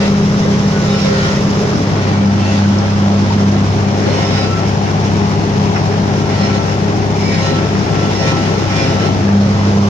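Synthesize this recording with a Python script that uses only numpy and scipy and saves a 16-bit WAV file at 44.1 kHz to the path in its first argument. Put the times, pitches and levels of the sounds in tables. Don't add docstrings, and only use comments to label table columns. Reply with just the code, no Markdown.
import sys
import numpy as np
from scipy import signal
from scipy.fft import rfft, irfft
from scipy.io import wavfile
from scipy.ndimage import uniform_filter1d, minimum_filter1d

SR = 44100
rng = np.random.default_rng(int(sys.argv[2]) if len(sys.argv) > 2 else 0)


def digitize_waveform(pressure):
    field = np.atleast_2d(pressure).T
    bounded = np.clip(field, -1, 1)
    quanta = np.round(bounded * 32767).astype(np.int16)
    wavfile.write(sys.argv[1], SR, quanta)


N = 436149
T = np.arange(N) / SR
HZ = np.fft.rfftfreq(N, 1 / SR)
FREE_HZ = 134.7
SIDES = np.array([[.5], [-.5]])


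def amp(db):
    return 10 ** (np.asarray(db) / 20)


def unit(x):
    return x / np.sqrt(np.mean(x ** 2) + 1e-20)


def follow(rows):
    s, *columns = np.transpose(rows)
    return [np.interp(T, s, c) for c in columns]


def read(points, hz):
    f, value = np.transpose(points)
    return np.interp(np.log(hz + 1), np.log(f + 1), value)


def drift(rate_hz):
    grid = np.arange(0, T[-1] + 1, 1 / 400)
    f = np.fft.rfftfreq(len(grid), grid[1])
    spectrum = rfft(rng.standard_normal(len(grid))) / (1 + (f / rate_hz) ** 4)
    return np.interp(T, grid, unit(irfft(spectrum, len(grid))))


def swell(s, length):
    return np.exp(-((T - s) / length) ** 2)


def waver(turns, rough, rate_hz):
    angle = 2 * np.pi * turns
    in_phase = (1 + rough * drift(rate_hz)) * np.cos(angle)
    across = rough * drift(rate_hz) * np.sin(angle)
    return np.sqrt(2 / (1 + 2 * rough ** 2)) * (in_phase + across)


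def tone(turns, rough, rate_hz):
    return waver(turns + rng.random(), rough, rate_hz)


def colour(pair, spectrum):
    # frequency in Hz, left-right likeness (1 is identical).
    likeness = [(25, 0.85), (60, 0.99), (120, 0.92), (190, 0.68), (300, 0.9), (450, 0.73), (750, 0.64),
                (1100, 0.42), (2200, 0.24), (15000, 0.073)]
    a, b = rfft(pair)
    same = np.clip(read(likeness, HZ), -1, 1)
    second = same * a + np.sqrt(1 - same ** 2) * b
    return unit(irfft(np.array([a, second]) * amp(read(spectrum, HZ)), N))


def cab_roar(cycles, roar_db, share, pulsing=0.14, throb=0.12, patchy_db=1.12):
    # frequency in Hz, relative level in dB.
    roar_colour = [(20, -13.5), (42, -19), (75, -10), (105, -2.5), (145, 4), (200, 2), (300, -0.5),
                   (430, -0.5), (490, -7.5), (800, -3), (1200, -16), (2500, -21), (6000, -28), (15000, -82)]
    # frequency in Hz, change in dB.
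    driver_colour = [(40, 6), (200, 0.5), (330, 0.5), (440, 2.5), (540, 4.5), (790, -5.5), (1200, 8.5),
                     (2500, 1), (6000, 3.5)]
    firings = 6 * cycles
    pulse = 1 + pulsing * np.cos(2 * np.pi * firings) + throb * np.cos(np.pi * firings)
    shake = rng.standard_normal((2, N)) * pulse
    z = signal.stft(shake, nperseg=512)[2]
    patches = uniform_filter1d(rng.standard_normal(z.shape[1:]), size=5, axis=0)
    patches = unit(uniform_filter1d(patches, size=14, axis=1))
    shake = signal.istft(z * amp(patchy_db * patches), nperseg=512)[1][:, :N]
    front = colour(shake, roar_colour)
    beside = irfft(rfft(front) * amp(read(driver_colour, HZ)), N)
    return amp(roar_db) * (share * beside + (1 - share) * front)


def hollowed(roar, width_octaves=0.4):
    # time in seconds, peak change of the low, the middle and the high band in dB.
    hollows = [(0, -3, 0, -1.5), (1.2, -7.5, -0.5, -2), (1.75, 1, 0, -0.5), (2.3, 1.5, -4, -0.5),
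               (3.3, 2, -2.5, -0.5), (4.1, 0.5, -1.5, -1), (5.3, -2, 0.5, 2), (6.8, 1, -0.5, 0.5),
               (7.7, 0.5, 0.5, 0), (9.1, 0.5, 0.5, -1.5), (9.89, -2, 0, 2.5)]
    spectrum, octave = rfft(roar), np.log2(HZ + 1)
    out = roar.copy()
    for hz, db in zip([283, 430, 900], follow(hollows)):
        bell = np.exp(-((octave - np.log2(hz)) / width_octaves) ** 2)
        out += (amp(db) - 1) * irfft(spectrum * bell, N)
    return out


def chains(clicks_per_s=260, clatter=0.32, level_db=-35, flutter_db=1.5):
    # frequency in Hz, relative level in dB.
    hiss_colour = [(900, -23), (2200, 2.5), (3200, -1), (4400, -2), (5500, 2.5), (6600, -1.5), (7600, -11),
                   (8100, -37), (8700, -19.5), (11500, -23), (13800, -32.5), (15000, -22.5)]
    sizes = amp(4 * np.minimum(rng.exponential(1, N), 3))
    clicks = (rng.random(N) < clicks_per_s / SR) * sizes
    rattle = unit(signal.lfilter([1], [1, -np.exp(-1 / (0.0017 * SR))], clicks))
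    strength = np.sqrt(1 + (clatter * rattle) ** 2) * amp(flutter_db * drift(22))
    return amp(level_db) * colour(strength * rng.standard_normal((2, N)), hiss_colour)


def header(share, level_db=-33, swell_db=-2.0, clicks_per_s=120):
    # frequency in Hz, relative level in dB.
    clatter_colour = [(200, -13), (330, -1), (520, 1), (800, -3.5), (1200, 9), (2000, 6.5), (2900, 0.5),
                      (3600, -41), (5500, 1.5), (8000, -62)]
    knocks = (rng.random(N) < clicks_per_s / SR) * rng.uniform(.3, 1, N)
    strength = 0.5 + unit(signal.lfilter([1], [1, -np.exp(-1 / (0.0089 * SR))], knocks))
    exposure = 1 - 0.84 * share
    clatter = colour(strength * rng.standard_normal((2, N)), clatter_colour)
    return exposure * amp(level_db + swell_db * drift(11)) * clatter


def fittings():
    # start in seconds, pitch in Hz, level in dB before the envelope, decay in seconds,
    # half bandwidth as a share of the pitch.
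    knocks = [(0.445, 490, -20, 0.035, 0.19), (1.635, 536, -21, 0.023, 0.15), (1.69, 1240, -29, 0.06, 0.27),
              (1.75, 5400, -31, 0.04, 0.12), (2.067, 1840, -24, 0.015, 0.08),
              (2.64, 1520, -23.5, 0.023, 0.04), (2.783, 5500, -23, 0.0072, 0.073),
              (3.3, 940, -16, 0.014, 0.044), (4.06, 435, -14, 0.045, 0.25), (8.325, 1040, -22, 0.03, 0.08),
              (9.275, 1724, -30, 0.055, 0.06)]
    out, t = np.zeros((2, N)), T[:SR // 5]
    for s, hz, db, decay, width in knocks:
        band = signal.butter(2, [hz * (1 - width), hz * (1 + width)], "band", fs=SR, output="sos")
        chatter = unit(signal.sosfilt(band, rng.standard_normal((2, len(t)))))
        envelope = np.exp(-t / decay) * (1 - np.exp(-t / 0.0012))
        out[:, round(s * SR):][:, :len(t)] += amp(db) * chatter * envelope
    return out


def engine_block(cycles, level_db=-44, fall_db_per_octave=-2, uneven_db=4, change_hz=2.2):
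    half_firings = 3 * cycles
    out = np.zeros(N)
    for k in range(11, 23):
        line_db = level_db + fall_db_per_octave * np.log2(k / 11) + uneven_db * np.tanh(drift(change_hz))
        out += amp(line_db) * np.sqrt(2) * np.cos(2 * np.pi * (k * half_firings + rng.random()))
    return out


def shafts(strokes, throb_db, level_db=-1.5):
    shaft_ratios = [.4812, .6024, .9624, 1.181, 1.4436, 2.441]
    shaft_db = [-15, -15.5, -8, -16, -9.5, -16.5]
    hums = sum(amp(db) * tone(ratio * strokes, rough=0.07, rate_hz=6.1)
               for ratio, db in zip(shaft_ratios, shaft_db))
    return amp(level_db + (throb_db + throb_db.mean()) / 2) * hums


def blower(cycles, blower_db, overtone_db, share, upper_db=-39, node_turns=-0.1,
           beat_hz=2.385, beat_at_s=2.26):
    passes = 12 * cycles + beat_hz * (T - beat_at_s)
    upper = sum(tone(k * passes, rough=.3, rate_hz=4) for k in (3, 4))
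    hum = waver(passes + node_turns * (1 - share) * SIDES, rough=0.091, rate_hz=2.8)
    overtone = tone(2 * passes, rough=0.32, rate_hz=5.5)
    return amp(blower_db) * hum + amp(overtone_db) * overtone + amp(upper_db) * share * upper


def diesel(cycles, firing_db, throb_db, share, second_db=-8.0, uneven_db=-6.5):
    # multiple of the four-stroke cycle, relative level in dB,
    # change when facing the driver in dB.
    cycle_lines = [(1, -35, 0), (2, -21, -2.5), (3, -26.5, 7), (5, -11, -10.5), (7, -12, 6),
                   (8, -4.5, -5.5), (9, -2, 1), (10, 0.5, 1), (14, -25, -1), (15, -9, -1), (17, -16.5, 5.5),
                   (20, -13.5, -13), (26, -10.5, -2), (34, -13, -9)]
    firings = 6 * cycles
    firing = tone(firings, rough=0.081, rate_hz=6.7)
    firing = firing + amp(second_db) * waver(2 * firings, rough=0.035, rate_hz=2.6)
    uneven = sum(amp(db + driver_db * share) * tone(k * cycles, rough=0.033, rate_hz=2.4)
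                 for k, db, driver_db in cycle_lines)
    return amp(firing_db) * firing + amp(throb_db + uneven_db) * uneven


def feed(patchy_db=2, thin_crop_db=-37, flywheel_s=0.219):
    # middle in seconds, half length in seconds, cutting load in dB,
    # drag on the knife strokes in Hz before the flywheel's lag.
    wads = [(0.04, 0.061, -25, 1.36), (0.539, 0.37, -32.5, 0.4), (1.001, 0.21, -26.5, 2.32),
            (1.248, 0.14, -25, 0.4), (2.098, 0.22, -33, 1.2), (2.503, 0.15, -27.5, 0.33),
            (3.119, 0.35, -42, 0.71), (4.175, 0.17, -26, 1.5), (4.385, 0.13, -26, 2.12),
            (6.455, 0.21, -28.5, 1.05), (6.556, 0.025, -28, 0.29), (7.425, 0.18, -25, 3),
            (7.94, 0.13, -36, 0.43), (8.287, 0.097, -25, 1.22), (8.351, 0.38, -28.5, 1.66),
            (8.823, 0.13, -24, 2.28), (9.027, 0.099, -28.5, 1.36)]
    power = amp(thin_crop_db + patchy_db * drift(1.66)) ** 2
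    power = power + sum((amp(db) * swell(s, length)) ** 2 for s, length, db, _ in wads)
    drag_hz = sum(hz * swell(s, length) for s, length, _, hz in wads)
    keep = np.exp(-1 / (flywheel_s * SR))
    sag_hz = signal.lfilter([1 - keep], [1, -keep], drag_hz, zi=[drag_hz[0]])[0]
    return np.sqrt(power), sag_hz


def judder(strokes, load, depth_hz=0.298, rate_hz=9):
    return strokes + np.cumsum(depth_hz * load / load.max() * drift(rate_hz)) / SR


def housing(strokes, load, hum_db=-2.0, steepness=0.27, spread=0.48, flicker_db=3.5, wander=0.2):
    # middle in seconds, half length in seconds, level in dB before flicker.
    whine_swells = [(0.05, 0.15, -35.5), (1.0, 0.21, -37.5), (1.26, 0.19, -34), (2.45, 1, -39),
                    (4.31, 0.17, -34), (4.554, 0.097, -26.5), (6.475, 0.33, -34), (7.54, 0.16, -30),
                    (8.01, 0.14, -31), (8.32, 0.12, -29), (8.7, 0.39, -34), (9.053, 0.1, -30.5)]
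    ringing = np.sqrt(sum((amp(db) * swell(s, length)) ** 2 for s, length, db in whine_swells))
    angle = 2 * np.pi * (10 * strokes + spread * SIDES) + wander * drift(8)
    whine = np.sqrt(2) * ringing * amp(flicker_db * np.tanh(drift(21))) * np.cos(angle)
    hum = tone(4 * strokes, rough=.2, rate_hz=5)
    return whine + amp(hum_db) * load * (load / load.max()) ** steepness * hum


def squeals(strokes, level_db=-1, flicker_db=1.5, flicker_hz=36, pulsing=0.25, scrape_hz=260,
            rough_per_multiple=0.0033, settle_s=0.01):
    # middle in seconds, half length in seconds, multiple of the knife
    # stroke, level in dB before the common trim and flicker.
    squeal_bursts = [(0.77, 0.15, 11, -30), (0.92, 0.08, 28, -34), (0.92, 0.11, 39, -39),
                     (0.998, 0.14, 40, -36), (1.04, 0.16, 29, -33), (1.04, 0.12, 41, -32),
                     (1.05, 0.2, 36, -36), (1.093, 0.09, 4, -17.5), (1.19, 0.28, 14, -30.5),
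                     (1.217, 0.27, 11, -24), (1.22, 0.15, 23, -36), (1.17, 0.2, 33, -39.5),
                     (2.14, 0.2, 17, -34), (2.48, 0.13, 20, -31), (2.563, 0.12, 21, -39),
                     (2.56, 0.09, 31, -41), (4.12, 0.11, 31, -38), (4.208, 0.17, 23, -39),
                     (4.203, 0.13, 22, -39), (4.17, 0.21, 16, -34), (4.169, 0.088, 39, -40),
                     (4.21, 0.11, 14, -32), (4.27, 0.2, 40, -33), (4.39, 0.2, 29, -35),
                     (4.4, 0.13, 38, -31.5), (4.447, 0.25, 20, -33), (6.413, 0.1, 14, -33),
                     (6.438, 0.1, 31, -35), (6.44, 0.085, 41, -31), (6.47, 0.13, 39, -35.5),
                     (6.478, 0.16, 17, -35.5), (6.561, 0.06, 31, -35), (7.3, 0.15, 17, -28),
                     (7.341, 0.25, 39, -30), (7.392, 0.14, 14, -40), (7.397, 0.036, 16, -30),
                     (7.4, 0.045, 17, -29), (7.49, 0.12, 31, -33), (7.5, 0.13, 30, -38),
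                     (7.48, 0.11, 38, -39), (8.196, 0.13, 41, -30.5), (8.231, 0.13, 14, -37),
                     (8.281, 0.098, 18, -27), (8.293, 0.097, 15, -34.5), (8.28, 0.16, 42, -38),
                     (8.35, 0.18, 31, -37), (8.798, 0.12, 18, -28), (8.819, 0.16, 15, -31),
                     (8.81, 0.13, 40, -39), (8.821, 0.14, 41, -35), (8.848, 0.12, 39, -32),
                     (8.864, 0.14, 22, -33), (8.87, 0.12, 31, -38), (8.89, 0.13, 29, -39),
                     (9.006, 0.125, 14, -37), (9.049, 0.089, 31, -40), (9.05, 0.12, 23, -32.5)]
    out, flicker = np.zeros((2, N)), unit(amp(flicker_db * np.tanh(drift(flicker_hz))))
    for s, length, k, db in squeal_bursts:
        near = abs(T - s) < length
        rough = np.clip(rough_per_multiple * k + settle_s / length, .05, .9)
        strength = np.cos(np.pi / 2 * (T[near] - s) / length) ** 2
        strength *= np.roll(flicker, rng.integers(N))[near]
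        strength *= 1 + pulsing * np.cos(2 * np.pi * (strokes[near] + rng.random()))
        smear = signal.lfilter(*signal.butter(2, rough * scrape_hz, fs=SR), rng.standard_normal((2, 2, SR)))
        a, b = smear[..., :near.sum()]
        steady = np.sqrt(1 - rough) * np.exp(2j * np.pi * rng.random((2, 1)))
        ring = steady + np.sqrt(rough / 2) * (unit(a) + 1j * unit(b))
        line = (ring * np.exp(2j * np.pi * k * strokes[near])).real
        out[:, near] += np.sqrt(2) * amp(db + level_db) * strength * line
    return out


def cutterhead(strokes, load, buzz_db=-4.0, shred_db=-5, sing_db=-7, burst=0.7, change_hz=9,
               uneven_db=4.5, lumps_db=1.17):
    # frequency in Hz, relative level in dB.
    knife_colour = [(300, -29), (530, -7.5), (700, -11.5), (1100, -1.5), (2200, 5), (3400, 3), (4600, 0.5),
                    (5300, 0), (6500, -2), (7500, -10.5), (8100, -17), (9000, -16), (13500, -40),
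                    (15000, -29)]
    # multiple of the knife stroke, relative level in dB.
    ringing_lines = [(5, -5), (6, -1), (7, -0.5), (8, -8), (11, -6.5), (14, -7), (15, -4), (17, -12),
                     (22, -9.5), (31, -17)]
    turn = np.exp(2j * np.pi * strokes).astype(np.complex64)
    partial, buzz = turn.copy(), np.zeros((2, N))
    for k in np.arange(2, 52):
        partial *= turn
        strength = amp(read(knife_colour, k * FREE_HZ) + uneven_db * np.tanh(drift(change_hz)))
        for side in buzz:
            side += strength * (drift(change_hz) * partial.real + drift(change_hz) * partial.imag)
    bursts = 1.4 + np.exp(-(strokes % 1) / burst)
    shred = colour(bursts * rng.standard_normal((2, N)), knife_colour)
    sing = np.array([sum(amp(db) * tone(k * strokes, rough=0.24, rate_hz=16.0) for k, db in ringing_lines)
                     for side in buzz])
    mix = amp(buzz_db) * unit(buzz) + amp(shred_db) * shred + amp(sing_db) * sing
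    return load * amp(lumps_db * drift(27)) * mix


def scene(cycle_ratio=.12345, cab_lead_s=0.0001):
    # time in seconds, then firing tone,
    # blower tone, blower overtone and engine throb, each a level in dB before its source's own balance.
    standing = [(0, -26.5, -14.5, -27, -19.5), (0.25, -26, -15.5, -26, -14.5),
                (1.5, -26.5, -18, -26.5, -18), (1.9, -21, -24.5, -29, -17.5),
                (2.25, -15.5, -15.5, -43, -26.5), (3.1, -16.5, -15.5, -47, -26.5),
                (3.5, -15, -13.5, -35, -16.5), (4.05, -19, -24.5, -26, -21.5),
                (4.6, -19.5, -25.5, -39, -19), (5.3, -19, -20.5, -28, -18.5), (7.0, -20.5, -23, -26.5, -20),
                (7.6, -21, -26, -31.5, -19), (8.9, -20.5, -31, -38, -20), (9.35, -16.5, -12, -42, -21),
                (9.89, -14.5, -17.5, -30, -22)]
    # time in seconds, share heard facing
    # the driver (0-1), roar level in dB before hollowing, left minus right in dB, chains and header gain in dB.
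    facing = [(0, 0.97, -20.5, 2, 1), (1, 1, -20, 1, 4.5), (1.7, 0.96, -18, 1.5, 3),
              (2.2, 0.5, -18, 1.5, -1.5), (3.5, 0.67, -18.5, 1, 1), (4, 0.13, -17, 3, 1),
              (7, 0.22, -18, 3.5, 0.5), (9.1, 0.02, -16.5, 3.5, 2), (9.4, 0.72, -19.5, 1.5, -2),
              (9.89, 0.65, -18.5, 0, 3)]
    load, sag_hz = feed()
    strokes = np.cumsum(FREE_HZ - sag_hz) / SR
    cycles = cycle_ratio * strokes
    knives = judder(strokes, load)
    firing_db, blower_db, overtone_db, throb_db = follow(standing)
    share, roar_db, lean_db, hiss_db = follow(facing)
    drone = diesel(cycles, firing_db, throb_db, share) + blower(cycles, blower_db, overtone_db, share)
    drone = drone + shafts(strokes, throb_db) + engine_block(cycles)
    body = (drone + hollowed(cab_roar(cycles, roar_db, share))) * amp(SIDES * lean_db)
    body = np.array([np.interp(T + side * cab_lead_s * (1 - share), T, port)
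                     for side, port in zip(SIDES, body)])
    cutting = cutterhead(knives, load) + housing(knives, load) + squeals(knives)
    return body + cutting + amp(hiss_db) * (chains() + header(share)) + fittings()


def record(dry, lag_s=0.000298, bass_lag_s=0.00012, bass_hz=800, edge_hz=15550):
    # frequency in Hz, left minus right in dB.
    tilt = [(100, -1), (300, -1), (600, -1.5), (1200, 1), (2200, 2.5), (3600, -0.5), (4400, -3.5),
            (5100, -9.5), (5800, -6.5), (6800, 0.5), (9000, 0.5), (15000, -3.5)]
    lag = lag_s + (bass_lag_s - lag_s) / (1 + (HZ / bass_hz) ** 2)
    response = amp(SIDES * read(tilt, HZ)) * np.exp(2j * np.pi * HZ * lag * SIDES)
    ports = irfft(rfft(dry * signal.windows.tukey(N, .001)) * response, N)
    room = np.minimum(1, .82 / (abs(ports).max(0) + 1e-9))
    gain = minimum_filter1d(room, size=601)
    gain = uniform_filter1d(uniform_filter1d(gain, size=301), size=301)
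    low_pass = signal.firwin(511, edge_hz, window=("kaiser", 9), fs=SR)
    return signal.oaconvolve(ports * gain, low_pass[None], "same")


dry = scene()
out = record(dry)
digitize_waveform(out)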